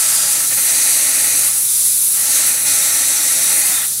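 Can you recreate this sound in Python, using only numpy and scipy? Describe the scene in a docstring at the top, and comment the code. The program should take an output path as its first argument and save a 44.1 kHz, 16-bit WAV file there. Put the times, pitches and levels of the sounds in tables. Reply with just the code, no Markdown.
"""A steam cleaner nozzle blowing into the gap of a door, close to one microphone in a small hallway.
The free jet hisses; where it strikes the door edge it roars, coloured by the gap and the hollow
behind it. Steam rushes through the gap, with faint whistles. Twice the nozzle swings aside and
the roar drops away. Mains hum and a low rumble lie underneath."""
import sys
import numpy as np
from scipy import signal
from scipy.fft import rfft, irfft
from scipy.io import wavfile
from scipy.ndimage import uniform_filter1d, minimum_filter1d

SR = 44100
rng = np.random.default_rng(int(sys.argv[2]) if len(sys.argv) > 2 else 0)


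def to_wav(sig):
    """Store sig (one row per channel, or 1-D mono) as 16-bit WAV at the path in sys.argv[1].

    Samples outside -1..1 are clipped; the rate is SR.
    """
    pcm = np.clip(np.atleast_2d(sig), -1, 1) * 32767
    pcm = np.round(pcm).astype(np.int16)
    wavfile.write(sys.argv[1], SR, pcm.T)  # frames by channels


N = 176400
T = np.arange(N) / SR
HZ = np.fft.rfftfreq(N, 1 / SR)


def jet(droplets_per_s=900, spit_db=-11.5, top_hz=11500):
    """Turbulent hiss of the nozzle, peppered with tiny droplets; its top depends on where it points."""
    # loudness of the free jet: t/s, level/dB
    jet_level = [(0, -14.5), (.27, -17), (.32, -14.5), (.39, -17), (.66, -15), (.8, -16), (.9, -13),
                 (1, -15.5), (1.47, -15), (1.53, -18), (1.6, -16), (2.13, -15), (2.28, -17.5),
                 (2.38, -14.3), (2.43, -19.5), (2.48, -14), (2.54, -18), (2.72, -15.5), (3.07, -17),
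                 (3.5, -15), (3.6, -13), (3.63, -18), (3.66, -14.7), (3.76, -16), (3.86, -19.5), (4, -20.5)]
    # spectrum of the hiss: f/Hz, relative level/dB
    jet_spectrum = [(300, -29.5), (700, -27.5), (1500, -24), (2400, -20), (3200, -23.5), (3700, -20.5),
                    (4500, -17.5), (5150, -17), (6000, -16.5), (7000, -10.5), (8400, -2.5), (9500, 1),
                    (10700, 1), (11400, -1), (12100, -6), (12800, -5), (14000, -10.5), (15600, -12),
                    (17500, -36)]
    # hiss above top_hz as the nozzle turns: t/s, gain/dB
    top_level = [(0, -1.5), (.3, -0.5), (.55, 0.5), (.9, -1.7), (1.35, -0.2), (1.7, 1.2), (2.15, 1.5),
                 (2.4, 0), (2.7, 0.5), (3.4, -0.8), (3.9, 1.5), (4, 2.2)]
    spit = noise() * (rng.random(N) < droplets_per_s / SR)
    spit *= amp(3.2 * np.minimum(rng.exponential(1, N), 4))  # a few droplets stand out
    spray = hallway(noise() + amp(spit_db) * unit(spit))
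    hiss = unit(gap_echo(colour(spray, jet_spectrum), fade_hz=6600))
    top = irfft(rfft(hiss) * (1 + np.tanh((HZ - top_hz) / 800)) / 2, N)
    hiss += top * (amp(curve(top_level, T)) - 1)
    return hiss * amp(curve(jet_level, T) + .55 * wander(rate_hz=30))


def gap_rush(gain_db=1.5):
    """Steam squeezes through the door gap with a high rush."""
    # loudness of the rush: t/s, relative level/dB
    rush_level = [(0, -19.5), (.25, -20), (.5, -23.5), (.66, -22.5), (.68, -18.5), (.74, -19.3),
                  (1.15, -21), (1.41, -20.5), (1.62, -27), (1.7, -23.5), (1.89, -23), (2.09, -27),
                  (2.36, -17.5), (2.65, -26), (2.67, -18), (2.8, -19.5), (3.5, -20.5), (3.62, -22),
                  (3.75, -22), (3.82, -25.5), (4, -26.5)]
    # spectrum of the rush: f/Hz, relative level/dB
    rush_spectrum = [(2000, -38), (3250, -12), (3850, -5), (4600, -5), (5150, -6), (5850, .5), (6450, 0),
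                     (6950, 0), (7700, 1.5), (8600, 1.5), (10000, -8), (14000, -44)]
    rush = unit(gap_echo(colour(hallway(noise()), rush_spectrum)))
    return rush * amp(gain_db + curve(rush_level, T) + .47 * wander(rate_hz=27))


def edge_roar(gain_db=-.5):
    """The jet breaks on the door edge and sounds the hollow behind it."""
    # roar as the jet meets and leaves the edge: t/s, relative level/dB
    roar_level = [(0, -29), (.45, -30), (.49, -40), (.53, -27), (.56, -39), (.585, -26), (.62, -32.5),
                  (.66, -28), (1.2, -28.5), (1.45, -30), (1.64, -44), (2.12, -57), (2.145, -34.5),
                  (2.28, -31), (2.39, -27), (2.5, -28.5), (2.64, -32.5), (2.67, -27.5), (3.15, -29),
                  (3.4, -28), (3.75, -28.5), (3.85, -30.5), (3.88, -43), (4, -52)]
    # broad spectrum of the roar: f/Hz, relative level/dB
    roar_spectrum = [(120, -30), (260, -6), (430, -14), (560, -7.5), (900, -3.5), (1020, -9.5),
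                     (1350, -4.5), (1700, -1.5), (2000, 0), (2600, 0.5), (3200, -1.5), (3600, -4),
                     (4500, -7.5), (8000, -32)]
    # resonances of the hollow: f/Hz, width/Hz, gain/dB
    resonances = [(290.4, 33, 9.5), (525, 30, 11), (610, 32, 7), (691, 27, 7), (840, 31, 9.5),
                  (1095, 34, 7.5), (1153, 45, 8), (1335, 99, 13.5), (1446, 22, 11), (1587, 34, 7.5),
                  (1812, 61, 8), (1936, 32, 10), (2100, 90, 5.5), (2475, 10, 12)]
    # two cancellations in the hollow, slight lifts between them: f/Hz, width/Hz, gain/dB
    nulls = [(735, 65, -4.5), (1040, 50, 2.5), (1225, 24, 1.5), (1375, 10.4, -18)]
    hollow_db = sum(db * peak(hz, width) for hz, width, db in resonances + nulls)
    roar = unit(gap_echo(colour(noise(), roar_spectrum, hollow_db)))
    return roar * amp(gain_db + curve(roar_level, T) + .5 * wander(rate_hz=18))


def whistles():
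    """Narrow bands of turbulence swell and fade as the jet changes its angle."""
    # breathy swells: centre t/s, half-length/s, f/Hz, width/Hz, level/dB
    swells = [(0.61, 0.083, 13300, 500, -28), (4.7, .06, 13050, 450, -24), (5.4, 0.14, 10750, 450, -15),
              (2.7, 0.35, 10520, 360, -24.5), (2.6, 0.43, 14650, 600, -35), (1.97, 0.66, 10100, 860, -22),
              (2.03, 0.067, 6100, 260, -35), (3.71, .06, 735, 31, -39), (3.7, 0.086, 1030, 50, -42.5),
              (3.78, 0.074, 3640, 350, -30.5), (0.17, 0.27, 1660, 270, -41), (.17, .17, 4900, 430, -31)]
    sound = np.zeros(N)
    for centre, half_length, hz, width, db in swells:
        band = unit(irfft(rfft(noise()) * peak(hz, width), N))
        sound += band * amp(db) * np.exp(-((T - centre) / half_length) ** 2)
    return sound


def gap_echo(x, fade_hz=8900):
    """A short echo across the door gap combs the sound below fade_hz; its peaks slide with the aim."""
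    # comb as the aim shifts: t/s, main peak f/Hz, peak spacing/Hz, echo strength/0-1
    aim = [(0, 4790, 1900, 0.14), (.28, 4850, 1910, 0.18), (.45, 4400, 2100, 0.1), (.63, 4350, 1970, 0.28),
           (.7, 4290, 1960, 0.3), (1.38, 4300, 2000, 0.36), (1.54, 4800, 2100, 0), (1.7, 3670, 1200, 0.23),
           (1.85, 3700, 1200, 0.05), (2.08, 3770, 1220, 0.16), (2.22, 4800, 1920, 0.1),
           (2.36, 4250, 1990, 0.14), (2.63, 4110, 1840, .33), (2.68, 4060, 1860, 0.26),
           (3.48, 4070, 1865, 0.26), (3.66, 4470, 2150, 0.28), (3.82, 4200, 2490, 0.03), (4, 4330, 2000, 0)]
    hz, t, spectra = signal.stft(x, SR, nperseg=512, noverlap=384)
    strength = curve(aim, t, column=3) / (1 + (hz[:, None] / fade_hz) ** 6)
    turns = (hz[:, None] - curve(aim, t)) / curve(aim, t, column=2)
    comb = abs(1 + strength * np.exp(2j * np.pi * turns))
    return signal.istft(spectra * comb, SR, nperseg=512, noverlap=384)[1][:N]


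def hallway(x, patterns=7, t60_s=.18, wet_db=-8.5, echoes_per_s=2000):
    """Direct sound plus sparse reflections, whose pattern changes as the nozzle moves."""
    t, wet = T[:SR // 3], np.zeros(N)
    decay = (t > .002) * amp(-60 * t / t60_s)
    for k in range(patterns):
        taps = rng.choice([-1., 1.], len(t)) * (rng.random(len(t)) < echoes_per_s / SR) * decay
        crossfade = np.sqrt(np.maximum(1 - abs(T / T[-1] * (patterns - 1) - k), 0))
        wet += crossfade * signal.oaconvolve(x, taps / np.linalg.norm(taps))[:N]
    return x + amp(wet_db) * wet


def room_tone(waver=.27, rumble_db=-48.5):
    """Wavering mains hum over a low rumble."""
    # partials of the hum: f/Hz, relative level/dB
    partials = [(59.7, -60), (119.7, -53.5)]
    # spectrum of the rumble: f/Hz, relative level/dB
    rumble_spectrum = [(20, -25), (45, -21), (70, -13), (100, -10.5), (135, -1.5), (195, -2), (260, -11.5),
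                       (400, -9), (900, -23), (2500, -27)]
    # drift of hum and rumble together: t/s, gain/dB
    drift = [(0, 0), (.5, 3.5), (1, 1), (1.9, -1), (2.4, 2.5), (3, 1.5), (4, 2)]
    hum = np.zeros(N)
    for hz, db in partials:
        tone = np.sin(2 * np.pi * (hz * T + rng.random()))
        hum += amp(db) * unit(tone * (1 + waver * wander(rate_hz=5)))
    rumble = amp(rumble_db) * unit(colour(noise(), rumble_spectrum))
    return amp(curve(drift, T)) * (hum + rumble)


def amp(db):
    """Decibels to gain."""
    return 10 ** (np.asarray(db) / 20)


def unit(x):
    """Scales to rms 1."""
    return x / np.sqrt(np.mean(x ** 2) + 1e-20)


def curve(rows, t, column=1):
    """One column of a time table, joined by straight lines."""
    rows = np.array(rows)
    return np.interp(t, rows[:, 0], rows[:, column])


def peak(hz, width):
    """Bell over frequency: height 1 at hz, width in Hz at half height."""
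    return 1 / (1 + (2 * (HZ - hz) / width) ** 2)


def colour(x, spectrum, extra_db=0):
    """Filters x by a spectrum table."""
    hz, db = np.transpose(spectrum)
    gain = amp(np.interp(np.log(HZ + 1), np.log(hz), db) + extra_db)
    return irfft(rfft(x) * gain, N)


def noise():
    """White noise."""
    return rng.standard_normal(N)


def wander(rate_hz):
    """Slow random motion, rms 1."""
    return unit(irfft(rfft(noise()) / (1 + (HZ / rate_hz) ** 4), N))


def scene():
    """All sources reach one microphone, heard in both channels."""
    mono = jet() + gap_rush() + edge_roar() + whistles() + room_tone()
    return np.array([mono, mono])


def record(dry):
    """A fast limiter catches the highest peaks at the microphone; a steep low-pass follows."""
    ceiling, cutoff_hz = .93, 15780
    gain = minimum_filter1d(ceiling / np.maximum(abs(dry).max(0), ceiling), size=129)
    limited = dry * uniform_filter1d(gain, size=129)
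    lowpass = signal.firwin(701, cutoff_hz, window=("kaiser", 9), fs=SR)
    return signal.oaconvolve(limited, lowpass[None], "same")


dry = scene()
out = record(dry)
to_wav(out)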